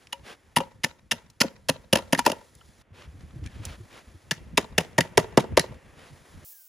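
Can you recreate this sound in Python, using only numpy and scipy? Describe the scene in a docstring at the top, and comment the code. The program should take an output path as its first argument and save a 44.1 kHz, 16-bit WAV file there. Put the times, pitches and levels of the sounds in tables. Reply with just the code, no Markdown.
"""Outdoors, pliers hammer a wire twist flat against the bark of a log on a sawhorse, first at one end, then the other.
Each blow is a crunch of bark (shaped noise), a knock and thump of wood (fading sines and a noise burst) and a ring
of steel, board and wire (struck resonances). The tool ticks, sleeves rub and the trestle bumps; echoes follow.
Wind and yard murmur are shaped noise. At the end comes a cut to an angle grinder coasting down: hiss and sinking tones."""
import sys
import numpy as np
from scipy import signal
from scipy.fft import rfft, irfft
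from scipy.io import wavfile
from scipy.ndimage import uniform_filter1d

SR = 44100
rng = np.random.default_rng(int(sys.argv[2]) if len(sys.argv) > 2 else 0)


def file_out(sig):
    """Save sig as 16-bit WAV at sys.argv[1]."""
    # one column per channel
    cols = np.atleast_2d(sig).T
    # limit, then scale
    lim = np.clip(cols, -1, 1)
    pcm = np.round(lim * 32767).astype(np.int16)
    wavfile.write(sys.argv[1], SR, pcm)


def to_linear_factor(level_db):
    """Convert decibel levels (scalar or array-like) to linear amplitude factors."""
    exponent = np.asarray(level_db, float) / 20
    return 10 ** exponent


N = 294588   # length in samples

# blows and bounces of the pliers: start_s [s], crunch_db [dB], thud_db [dB], knock_db [dB], contact_s [s]
BLOWS = [(0.1245, -27, -55, -44.5, 0.0074), (0.56, -12.5, -15.5, -29, 0.015),
         (0.5832, -26, -21, -31.5, 0.0043), (0.603, -34, -32.5, -25, 0.0062),
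         (0.8345, -17.5, -21, -29, 0.012), (0.854, -41, -41.5, -37, 0.015),
         (1.111, -13.5, -27, -31, 0.0129), (1.13, -30, -27, -38.5, 0.0017),
         (1.403, -12, -17.5, -26, 0.0156), (1.4324, -29, -43, -28.5, 0.0043),
         (1.443, -41, -18.5, -29, 0.0037), (1.6858, -13.5, -10.5, -17, 0.013),
         (1.9275, -7.5, -9, -14.5, 0.0062), (1.954, -14, -20, -19.5, 0.006),
         (1.97, -23, -28, -31.5, 0.0039), (1.981, -31.5, -37.5, -32.5, 0.0084),
         (2.1248, -12, -13, -16.5, 0.008), (2.147, -24.5, -33.5, -32.5, 0.0025),
         (2.176, -27.5, -26.5, -49.5, 0.0047), (2.185, -16.5, -24, -47.5, 0.013),
         (2.2493, -29, -46, -38.5, 0.01), (2.262, -9.5, -14.5, -16, 0.004),
         (2.273, -27.5, -30.5, -20.5, 0.008), (2.296, -24.5, -24.5, -27.5, 0.006),
         (2.316, -22, -26, -26.5, 0.004), (4.3099, -14, -23.5, -33, 0.0069),
         (4.5726, -10, -20.5, -12, 0.0099), (4.779, -8.5, -17, -16, 0.0063),
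         (4.801, -33.5, -26.5, -30.5, 0.0092), (4.9799, -12.5, -12.5, -9.5, 0.0086),
         (5.006, -12, -24, -44.5, 0.0022), (5.1734, -7.5, -13.5, -7, 0.0062),
         (5.1922, -28, -27.5, -30, 0.0087), (5.3722, -10, -11, -5, 0.0052), (5.393, -32.5, -23, -45, 0.015),
         (5.5699, -10.5, -16, -7, 0.0066), (5.58, -22, -31.5, -22.5, 0.0023),
         (5.594, -11.5, -23, -49.5, 0.0024)]
OTHER_END_S = 3.5   # blows after this time land on the other end of the log


def rms_one(x):
    """Scale to rms 1."""
    return x / np.sqrt(np.mean(x ** 2) + 1e-20)


def band(x, low_hz, high_hz):
    """Band-pass: keep only the pitches between two edges."""
    return signal.sosfilt(signal.butter(2, [low_hz, min(high_hz, .45 * SR)], "band", fs=SR, output="sos"), x)


def in_time(rows):
    """Turn rows of (time, values) into one smooth curve per value, sample by sample."""
    start_s, *columns = np.transpose(rows)
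    return [np.interp(np.arange(N) / SR, start_s, column) for column in columns]


def at_hz(points, hz):
    """Read a curve over pitch, on a log axis."""
    point_hz, value = np.array(points).T
    return np.interp(np.log(hz + 1), np.log(point_hz + 1), value)


def drift(rate_hz):
    """Slow random wavering of rms 1, made at every 40th sample and joined by straight lines."""
    r = np.exp(-80 * np.pi * rate_hz / SR)
    noise = rng.standard_normal(N // 40 + 2002)
    slow = signal.lfilter([1], [1, -2 * r, r * r], noise)[2000:]   # skip the filter's start-up
    return np.interp(np.arange(N) / 40, np.arange(len(slow)), rms_one(slow))


def ring(force, hz, t60):
    """A resonance: a unit click sets a sine of height 1 ringing, 60 dB down after t60 seconds."""
    r, w = to_linear_factor(-60 / (t60 * SR)), 2 * np.pi * hz / SR
    return signal.lfilter([0, np.sin(w)], [1, -2 * r * np.cos(w), r * r], force + 1e-18)


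def wide_noise(spectrum):
    """Stereo noise of rms 1 with a given spectrum, partly the same on the left and right."""
    # how alike left and right are: pitch_hz [Hz], likeness [0-1]
    likeness = [(60, .8), (300, .75), (1400, .75), (3000, .95), (7000, .92), (15000, .92)]
    hz = np.fft.rfftfreq(N, 1 / SR)
    mid, side = rfft(rng.standard_normal((2, N))) * to_linear_factor(at_hz(spectrum, hz))
    alike = np.clip(at_hz(likeness, hz), 0, 1)
    both = irfft(np.sqrt(1 + alike) * mid + np.sqrt(1 - alike) * side * [[1], [-1]], N)
    return rms_one(both)


def linger(blow_db, below_db, t60):
    """Power of a murmur that each blow starts and that dies away evenly."""
    kick, r = np.zeros(N), to_linear_factor(-120 / (t60 * SR))   # doubled dB because this is power
    start = np.round(np.array(BLOWS)[:, 0] * SR).astype(int)
    kick[start] = to_linear_factor(2 * (blow_db + below_db))
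    return signal.lfilter([1], [1, -r], kick + 1e-18)


def open_air(lumpy_db=5.5, grain_db=1.0):
    """Lumpy wind on the microphone and a wavering yard noise with its own treble; all swell after a blow."""
    # levels over time, with a cut at 2.82 s: start_s [s], wind_db [dB], yard_db [dB], yard_treble_db [dB]
    air_levels = [(0.0, -65.5, -65.5, -68.5), (0.3, -62, -63.5, -70.5), (0.55, -68, -67, -74),
                  (1.1, -64, -73, -79.5), (1.9, -60.5, -69, -73.5), (2.45, -59, -66.5, -66.5),
                  (2.82, -64, -64, -66), (2.83, -62, -71.5, -88), (2.95, -64, -63.5, -79),
                  (3.11, -54.5, -62.5, -68.5), (3.5, -44, -61.5, -69.5), (3.8, -53, -60, -64.5),
                  (4.2, -62, -63, -67.5), (4.5, -48.5, -62, -72), (5.1, -55, -58.5, -76),
                  (5.55, -45, -55, -81.5), (5.8, -58, -59, -72), (6.1, -56.5, -59.5, -63.5),
                  (6.44, -51, -57, -63)]
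    # spectrum of the wind: pitch_hz [Hz], level_db [dB per Hz]
    wind_spectrum = [(15, -43.5), (25, -7), (78, -1), (229, -12.5), (436, -30), (522, -25.5), (560, -47.5),
                     (700, -39), (910, -61), (1540, -120)]
    # spectrum of the yard: pitch_hz [Hz], level_db [dB per Hz]
    yard_spectrum = [(150, -30), (250, -5.5), (611, -7), (714, -9.5), (1460, -13), (1840, -11), (3500, -22),
                     (4550, -51), (7700, -120)]
    # spectrum of the yard's treble: pitch_hz [Hz], level_db [dB per Hz]
    treble_spectrum = [(2400, -31), (3200, 2), (6000, 1), (9000, -2), (11500, 1), (13000, -7.5),
                       (15500, -16), (17000, -30.5)]
    # murmur after each blow, in rows bass, middle, treble: level_db [dB relative to the blow], t60_s [s]
    murmur = [(-39.5, 1), (-41, 0.66), (-51, 0.97)]
    _, crunch_db, thud_db, *_ = np.transpose(BLOWS)
    sources = zip(in_time(air_levels), (thud_db, crunch_db, crunch_db), murmur)
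    wind, yard, treble = [np.sqrt(to_linear_factor(2 * db) + linger(blow_db, *tail)) for db, blow_db, tail in sources]
    wind_noise = wind * to_linear_factor(lumpy_db * drift(21.0)) * wide_noise(wind_spectrum)
    yard_noise = yard * wide_noise(yard_spectrum) + treble * wide_noise(treble_spectrum)
    return wind_noise + to_linear_factor(grain_db * drift(54.0)) * yard_noise


def rubs(grain_db=1.2, swell_db=.7, flat=0.77):
    """Cloth and hands rub: grainy noise that swells and stops with each stroke."""
    # strokes: start_s [s], end_s [s], level_db [dB]
    strokes = [(.0, 0.044, -60.5), (0.232, 0.359, -46), (2.928, 3.077, -52.5), (3.184, 3.257, -64),
               (3.43, 3.468, -57.5), (3.477, 3.645, -55.5), (3.617, 3.77, -46.5), (3.89, 4.033, -50.5),
               (4.072, 4.108, -61), (5.953, 6.118, -53)]
    # spectrum of the rubbing: pitch_hz [Hz], level_db [dB per Hz]
    rub_spectrum = [(88, -35), (150, -1.5), (475, 5), (905, -0.5), (1290, 0), (2870, -2.5), (8560, -17),
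                    (10600, -16), (14500, -27), (16000, -57.5)]
    t, loudness = np.arange(N) / SR, np.zeros(N)
    for start_s, end_s, level_db in strokes:
        part = np.clip((t - start_s) / (end_s - start_s), 0, 1)
        loudness += to_linear_factor(level_db) * np.sin(np.pi * part).clip(0) ** flat
    waver = to_linear_factor(grain_db * drift(67.0) + swell_db * drift(30.0))
    return loudness * waver * wide_noise(rub_spectrum)


def ticks(cycles=8.0, ring_share=.4, spit_share=.6):
    """Tool and wire tick: a short spit of noise around one pitch, part of it ringing for some cycles."""
    # small ticks: start_s [s], peak_db [dB], pitch_hz [Hz], length_s [s]
    tick_list = [(0.0704, -36.5, 2930, 0.00196), (1.3004, -43.5, 6320, 0.0033), (2.552, -41, 9580, 0.0014),
                 (2.813, -47.5, 1890, 0.0034), (3.021, -40, 1370, 0.0036), (3.207, -48, 2040, 0.0044),
                 (3.307, -48, 1530, 0.0036), (3.438, -47.5, 3530, 0.008), (3.4613, -32.5, 3290, 0.0034),
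                 (3.4735, -38.5, 4000, 0.001), (3.6524, -21, 6950, 0.0038), (4.218, -55, 2200, 0.0022),
                 (5.717, -51.5, 1310, 0.0032), (5.743, -50.5, 2380, 0.00315), (5.929, -61.5, 1770, 0.003),
                 (6.1415, -60, 1510, 0.003)]
    out, t = np.zeros(N), np.arange(int(.04 * SR)) / SR
    noise = rng.standard_normal((len(tick_list), len(t)))
    for (start_s, peak_db, hz, length_s), spit in zip(tick_list, noise):
        spit = spit * np.exp(-t / max(length_s, .0004))
        ringing = rms_one(ring(spit, hz, cycles / hz))
        hiss = rms_one(band(band(spit, hz / 3.8, hz * 2.5), hz / 3, 11500.0))
        sound = ring_share * ringing + spit_share * hiss
        at = round(start_s * SR)
        out[at:at + len(t)] += to_linear_factor(peak_db) * sound / np.max(np.abs(sound))
    return out


def crunch(grain_db=5.0, first=0.4, fade_s=0.0016, crumble=0.089, crumble_s=0.022,
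           steel_db=9.5, bark_db=3.0, lump_db=3.5):
    """The jaws crush bark: uneven cracks set in at once, swell during the contact, stop; crumbs settle after."""
    # resonances that colour the crunch: pitch_hz [Hz], width_hz [Hz], first_end_db [dB], second_end_db [dB]
    steel_modes = [(1428, 110, -1.5, -2.5), (1820, 380, -1.5, 2.5), (2550, 47, -7, -13.5),
                   (2700, 340, -0.5, -6), (4050, 440, 2, 4), (4090, 460, 3, 4.5), (5380, 400, -1, -6),
                   (5240, 1000, -2, -6.5), (6800, 94, -6, -8.5), (10350, 2680, 1, -1.5),
                   (14400, 1400, -6.5, -7)]
    low_hz, rolloff_hz, top_hz = 910, 3400, 9020
    t = np.arange(int(.2 * SR)) / SR
    shape = len(BLOWS), len(t)
    grain = np.minimum(rng.exponential(1, shape), 4)
    cracks = rng.standard_normal(shape) * to_linear_factor(grain_db * grain)
    lumps = rng.standard_normal((len(BLOWS), len(t) // 40 + 1))
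    lumps = np.repeat(lumps, 40, axis=1)[:, :len(t)]   # cracks come in clumps
    cracks = cracks * to_linear_factor(lump_db * lumps)
    cracks = cracks / cracks[:, :400].std(axis=1, keepdims=True)
    strengths = to_linear_factor(1.8 * rng.standard_normal((len(BLOWS), len(steel_modes))))
    out = np.zeros((2, N))
    for (start_s, level_db, *_, contact_s), crack, strength in zip(BLOWS, cracks, strengths):
        swell = first + (1 - first) * np.clip(t / (0.6 * max(contact_s, .001)), 0, 1)
        since = np.maximum(t - contact_s, 0)
        fade = np.exp(-since / fade_s) + crumble * np.exp(-since / crumble_s)
        force = to_linear_factor(level_db) * crack * swell * fade
        steel = np.zeros(len(t))
        for k, ((hz, width_hz, *end_db), gain) in enumerate(zip(steel_modes, strength)):
            gain = gain * to_linear_factor(end_db[start_s > OTHER_END_S] + steel_db) * np.pi * width_hz / SR
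            steel += gain * ring(force, hz, 2.45 / width_hz) * (-1) ** k
        at = round(start_s * SR)
        out[:, at:at + len(t)] += [to_linear_factor(bark_db) * force, steel]
    dull = np.exp(-2 * np.pi * rolloff_hz / SR)
    return band(signal.lfilter([1 - dull], [1, -dull], out), low_hz, top_hz)


def wood(late=0.5407, spread_db=1.2, wander=0.91, push_cycles=0.7):
    """The log takes the push late in each contact; strength and tuning of its damped modes vary per blow."""
    # lowest modes of log and sawhorse: pitch_hz [Hz], first_end_db [dB], second_end_db [dB], t60_s [s]
    thud_modes = [(105, -14.5, -2, 0.055), (162, -8.5, 2, 0.053), (184, -5.5, -1, 0.054),
                  (249.6, -1, -4.5, 0.052), (290, -1.5, -6, 0.031)]
    # middle modes: pitch_hz [Hz], first_end_db [dB], second_end_db [dB], t60_s [s]
    knock_modes = [(402, -7, -1, 0.033), (504, -4.5, 2, 0.029), (541.7, 1.5, -3, 0.042),
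                   (637, 0, -3.5, 0.034)]
    # highest modes: pitch_hz [Hz], first_end_db [dB], second_end_db [dB], t60_s [s]
    plank_modes = [(810, -6.5, -7, 0.018), (895.7, 0.5, -4, 0.045), (952.5, -1.5, -6.5, 0.049),
                   (1080, -9.5, 3, 0.01)]
    # the highest modes' level lies between knock (0) and crunch (1), plus an offset at either end
    plank_sharp, plank_end_db = 0.3, (-5, -2)
    t, out = np.arange(int(.3 * SR)) / SR, np.zeros(N)
    groups = thud_modes, knock_modes, plank_modes
    modes = [(group, *mode) for group, rows in enumerate(groups) for mode in rows]
    chance = rng.standard_normal((len(BLOWS), len(modes), 3))
    for (start_s, crunch_db, thud_db, knock_db, contact_s), draws in zip(BLOWS, chance):
        end = start_s > OTHER_END_S
        plank_db = knock_db + plank_sharp * (crunch_db - knock_db) + plank_end_db[end]
        levels_db = thud_db, knock_db, plank_db
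        at = round((start_s + late * contact_s) * SR)
        for (group, hz, *end_db, t60), (louder, higher, phase) in zip(modes, draws):
            build = np.clip(t * hz / push_cycles, 0, 1) ** 2   # low modes need longer to get going
            tone = np.sin(2 * np.pi * ((hz + wander * higher / t60) * t + phase))
            level_db = levels_db[group] + end_db[end] + spread_db * louder
            out[at:at + len(t)] += to_linear_factor(level_db - 60 * t / t60) * build * tone
    return band(out, 100.0, 4000.0)


def thump(rise_s=0.0045, fade_s=0.0095, share_db=-4.5):
    """Countless damped modes of the log blur into a short dense thump of noise under the knock."""
    t, out = np.arange(int(.08 * SR)) / SR, np.zeros(N)
    noise = rms_one(band(rng.standard_normal((len(BLOWS), len(t))), 210.0, 800.0))
    shape = np.clip(t / rise_s, 0, 1) * np.exp(-t / fade_s)
    for (start_s, _, _, knock_db, contact_s), burst in zip(BLOWS, noise):
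        at = round((start_s + .5 * contact_s) * SR)
        out[at:at + len(t)] += to_linear_factor(knock_db + share_db) * burst * shape
    return out


def wire(waver_db=2.0):
    """The taut wire sings on: each mode rattles against the bark as a wavering line, renewed by every blow."""
    # modes, levels relative to the blow: pitch_hz [Hz], width_hz [Hz], first_end_db [dB], second_end_db [dB], t60_s [s]
    wire_modes = [(549, 35, -44.5, -58.5, .5), (950, 30, -46.5, -62.5, .6), (900, 110, -60, -48.5, .5),
                  (1360, 45, -51.5, -60, 0.62), (1915, 110, -46.5, -44, 0.54), (2350, 45, -56.5, -54, 0.54),
                  (2730, 60, -63, -54, .9)]
    start_s, crunch_db, *_ = np.transpose(BLOWS)
    out = np.zeros(N)
    for hz, width_hz, first_end_db, second_end_db, t60 in wire_modes:
        below_db = np.where(start_s > OTHER_END_S, second_end_db, first_end_db)
        loudness = np.sqrt(linger(crunch_db, below_db, t60)) * to_linear_factor(waver_db * drift(8.0))
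        out += loudness * rms_one(ring(rng.standard_normal(N), hz, 2.2 / width_hz))
    return out


def pings(rise_s=.001, rough=0.56):
    """Jaws and wire ends ring briefly: one steel mode at a time, with an uneven loudness."""
    # brief rings: start_s [s], level_db [dB], pitch_hz [Hz], t60_s [s]
    ping_list = [(0.1269, -25.5, 2940, 0.034), (0.567, -17.5, 2980, 0.036), (.569, -17, 967, .04),
                 (0.603, -31.5, 2800, .03), (.839, -21, 1793, 0.045), (1.1137, -17.5, 2800, 0.041),
                 (1.114, -21, 1850, 0.038), (1.41, -23, 2650, 0.033), (1.692, -18.5, 1829, .035),
                 (1.931, -12.5, 2855, .025), (1.985, -29, 968, .06), (2.129, -17, 2850, .025),
                 (2.15, -19.5, 1846, .035), (2.263, -10, 2700, 0.027), (2.6095, -49, 2990, .03),
                 (2.612, -48, 1345, .035), (3.4722, -39, 2350, .015), (4.312, -22, 1739, 0.05),
                 (4.577, -14.5, 2655, .035), (4.783, -13.5, 2734, .03), (4.984, -14.5, 1850, 0.047),
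                 (5.009, -19.5, 1940, 0.038), (5.596, -19, 1948, 0.036)]
    out, t = np.zeros(N), np.arange(int(.08 * SR)) / SR
    noise = rng.standard_normal((len(ping_list), len(t)))
    shakes = rms_one(uniform_filter1d(noise, size=60, axis=1))
    for (start_s, level_db, hz, t60), shake in zip(ping_list, shakes):
        loudness = to_linear_factor(level_db - 60 * t / t60) * np.clip(t / rise_s, 0, 1) * (1 + rough * shake)
        at = round(start_s * SR)
        out[at:at + len(t)] += loudness * np.sin(2 * np.pi * hz * t)
    return out


def board(spread_db=2.0):
    """A free end board rings longer than the held log; a hand or jaw left on it shortens the ring."""
    # taps on the board: start_s [s], level_db [dB], lowest_mode_extra_db [dB], freedom to ring [0-1]
    taps = [(.131, -40, 6.5, 1), (.569, -18.5, -14, 0.49), (.604, -26, 8.5, 0.49), (1.415, -28, 3.5, 0.91),
            (2.191, -21, -16.5, 0.7), (2.266, -16.5, -14, 0.45)]
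    # modes of the free board: pitch_hz [Hz], level_db [dB], t60_s [s]
    board_modes = [(550, -11, 0.29), (883, 1, 0.049), (953, 1, 0.13), (2370, -15.5, 0.13),
                   (2940, -14.5, 0.079)]
    out, kick = np.zeros(N), np.arange(int(.4 * SR)) == 0   # kick: a single click
    chance = rng.standard_normal((len(taps), len(board_modes)))
    for (start_s, tap_db, low_db, free), louder in zip(taps, chance):
        at = round(start_s * SR)
        for k, (hz, mode_db, t60) in enumerate(board_modes):
            level_db = tap_db + mode_db + low_db * (k == 0) + spread_db * louder[k]
            out[at:at + len(kick)] += to_linear_factor(level_db) * ring(kick, hz, t60 * np.clip(free, .1, 1))
    return band(out, 400.0, 5000.0)


def sideways(x, lag_s=0.0022, share=0.32, scatter_db=-24.0, scatter_s=.003):
    """A near surface and close clutter throw the sound back with opposite sign at the two microphone ports."""
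    x_mid, t = band(x, 490.0, 8500.0), np.arange(int(.02 * SR)) / SR
    clutter = rng.standard_normal(len(t)) * np.exp(-t / scatter_s)
    clutter = clutter / np.linalg.norm(clutter)
    late = share * np.interp(np.arange(N) - lag_s * SR, np.arange(N), x_mid)
    late = late + to_linear_factor(scatter_db) * signal.fftconvolve(x_mid, clutter)[:N]
    return x + late * [[1], [-1]]


def echoes(x, level_db=-19.0, smear_s=0.0018):
    """Scatter from ground and trestle fades at its own pace in each pitch band; far walls add smeared slaps."""
    # how long the scatter lasts: pitch_hz [Hz], t60_s [s]
    scatter_t60 = [(100, 0.47), (300, 0.44), (800, .3), (2000, 0.26), (5000, 0.26), (12000, 0.27)]
    # slap echoes of the walls: delay_s [s], level_db [dB]
    walls = [(0.051, -34.5), (0.066, -33), (.148, -44)]
    t, edges = np.arange(int(.4 * SR)) / SR, 70 * 2 ** np.arange(0, 8.1)   # octave edges in Hz
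    noise = rng.standard_normal((3, len(t)))
    noise = noise[0] + 1.6 * noise[1:]   # partly shared, partly different in each ear
    tail = np.zeros((2, len(t)))
    for low, high in zip(edges, edges[1:]):
        octave = signal.butter(2, [low, high], "band", fs=SR, output="sos")
        tail += signal.sosfilt(octave, noise) * to_linear_factor(-60 * t / at_hz(scatter_t60, np.sqrt(low * high)))
    tail = tail * np.clip(t / 0.005, 0, 1)
    tail = to_linear_factor(level_db) * tail / np.sqrt(np.sum(tail ** 2) / 2)
    slaps = sum(to_linear_factor(db) * (t > s) * np.exp(-np.abs(t - s) / smear_s) for s, db in walls)
    slap_noise = band(noise, 360.0, 6200.0) * slaps / np.sqrt(smear_s * SR / 2)
    return signal.fftconvolve(x[None], tail + slap_noise, axes=1)[:, :N]


def bumps(fade_cycles=11.4, rise_s=0.01):
    """The log is tugged on its trestle: short dull swings, 60 dB down after fade_cycles, with a rough overtone."""
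    # low bumps: start_s [s], level_db [dB], pitch_hz [Hz]
    bump_list = [(2.914, -37.5, 101), (3.071, -33, 69.4), (3.137, -36.5, 89.5), (3.18, -43.5, 88),
                 (3.228, -29.5, 76), (3.26, -49, 76), (3.307, -48, 53.3), (3.356, -26.5, 129),
                 (3.387, -40, 99.6), (3.418, -28, 81.4), (3.489, -41, 141), (3.526, -40, 71.5),
                 (3.593, -27, 105), (3.663, -29, 79), (3.695, -35, 53), (3.799, -29.5, 103.6),
                 (4.068, -37, 60.2), (4.137, -37, 92)]
    t, out = np.arange(int(.15 * SR)) / SR, np.zeros(N)
    chance = rng.random((len(bump_list), 2))
    for (start_s, level_db, hz), (phase, ratio) in zip(bump_list, chance):
        tone = np.sin(2 * np.pi * (hz * t + phase))
        tone = tone + 0.22 * np.sin(2 * np.pi * hz * (2.19 + 1.69 * ratio) * t)
        loudness = to_linear_factor(level_db - 60 * t * hz / fade_cycles) * np.clip(t / rise_s, 0, 1)
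        at = round(start_s * SR)
        out[at:at + len(t)] += loudness * tone
    return out


def squeak():
    """The jaws slip on the wire: stick-slip noise in one resonance sets in at once and shrinks to nothing."""
    start_s, end_s, level_db, hz, width_hz = 3.453, 3.5, -52.5, 1780, 149.5
    left = (end_s - np.arange(N) / SR) / (end_s - start_s)   # 1 at the start, 0 at the end
    loudness = to_linear_factor(level_db) * np.clip(left, 0, 1) * (left < 1)
    return loudness * rms_one(ring(rng.standard_normal(N), hz, 2.2 / width_hz))


def grinder():
    """Fan hiss and a few gear tones sink together as the motor slows."""
    # the run-down: start_s [s], hiss_db [dB], whine_hz [Hz], whine_db [dB]
    run_down = [(6.445, -49, 1833, -97.5), (6.52, -48.5, 1730, -76.5), (6.54, -52.5, 1690, -64.5),
                (6.6, -54, 1560, -69.5), (6.68, -56, 1448, -76)]
    # spectrum of the fan hiss: pitch_hz [Hz], level_db [dB per Hz]
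    fan_spectrum = [(250, -63), (500, -12.5), (1500, -18), (4000, -12.5), (5200, -6), (10000, -3),
                    (14500, 3.5), (15800, 7.5), (16300, -28.5)]
    # gear tones: multiple of the whine pitch, level_db [dB]
    gear_tones = [(0.999, -2.5), (2, -13), (3.65, -3)]
    hiss_db, whine_hz, whine_db = in_time(run_down)
    turn = 2 * np.pi * np.cumsum(whine_hz) / SR
    tones = sum(to_linear_factor(db + 2.5 * drift(30.0)) * np.sin(multiple * turn) for multiple, db in gear_tones)
    return to_linear_factor(hiss_db) * wide_noise(fan_spectrum) + to_linear_factor(whine_db) * tones


def ports(x):
    """Sound reaches the two microphone ports at different times: a phase shift split between left and right."""
    # phase between the ports: pitch_hz [Hz], left_lead [radians; negative where left lags]
    port_lead = [(20, 0), (500, .1), (780, .3), (1380, -.45), (3010, .45), (7300, -.3), (8000, -1.6),
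                 (8550, -3.2), (9200, -5.4), (9730, -6.2), (10300, -6.4), (11700, -9.3), (12300, -9.4),
                 (13300, -11.9), (14400, -12.8), (15600, -15.6)]
    half = np.exp(.5j * at_hz(port_lead, np.fft.rfftfreq(N, 1 / SR)))
    return irfft(rfft(x) * [half, half.conj()], N)


def scene():
    """Hammering in the yard, then the cut to the grinder."""
    cut_s = 6.445
    bark, steel = crunch()
    steel = steel + pings()
    body = wood() + thump() + board() + ticks() + squeak() + wire()
    # the ring of the jaws is close and narrow: little of it reaches the walls
    knocks = sideways(bark + steel + body) + echoes(0.54 * bark + 0.12 * steel + body)
    yard = ports(knocks + bumps() + rubs() + open_air())
    after = np.clip((np.arange(N) / SR - cut_s) / .004, 0, 1)   # a 4 ms crossfade
    return yard * (1 - after) + grinder() * after


def low_pass(x):
    """Removes everything above the highest recorded frequency."""
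    return signal.sosfilt(signal.butter(12, 16850, fs=SR, output="sos"), x)


def record(dry):
    """The lowest bass is cut, peaks are rounded."""
    x = signal.sosfilt(signal.butter(2, 40.0, "high", fs=SR, output="sos"), dry)
    mix = 1.086 * np.tanh(x / 0.98)
    return low_pass(mix)


dry = scene()
out = record(dry)
file_out(out)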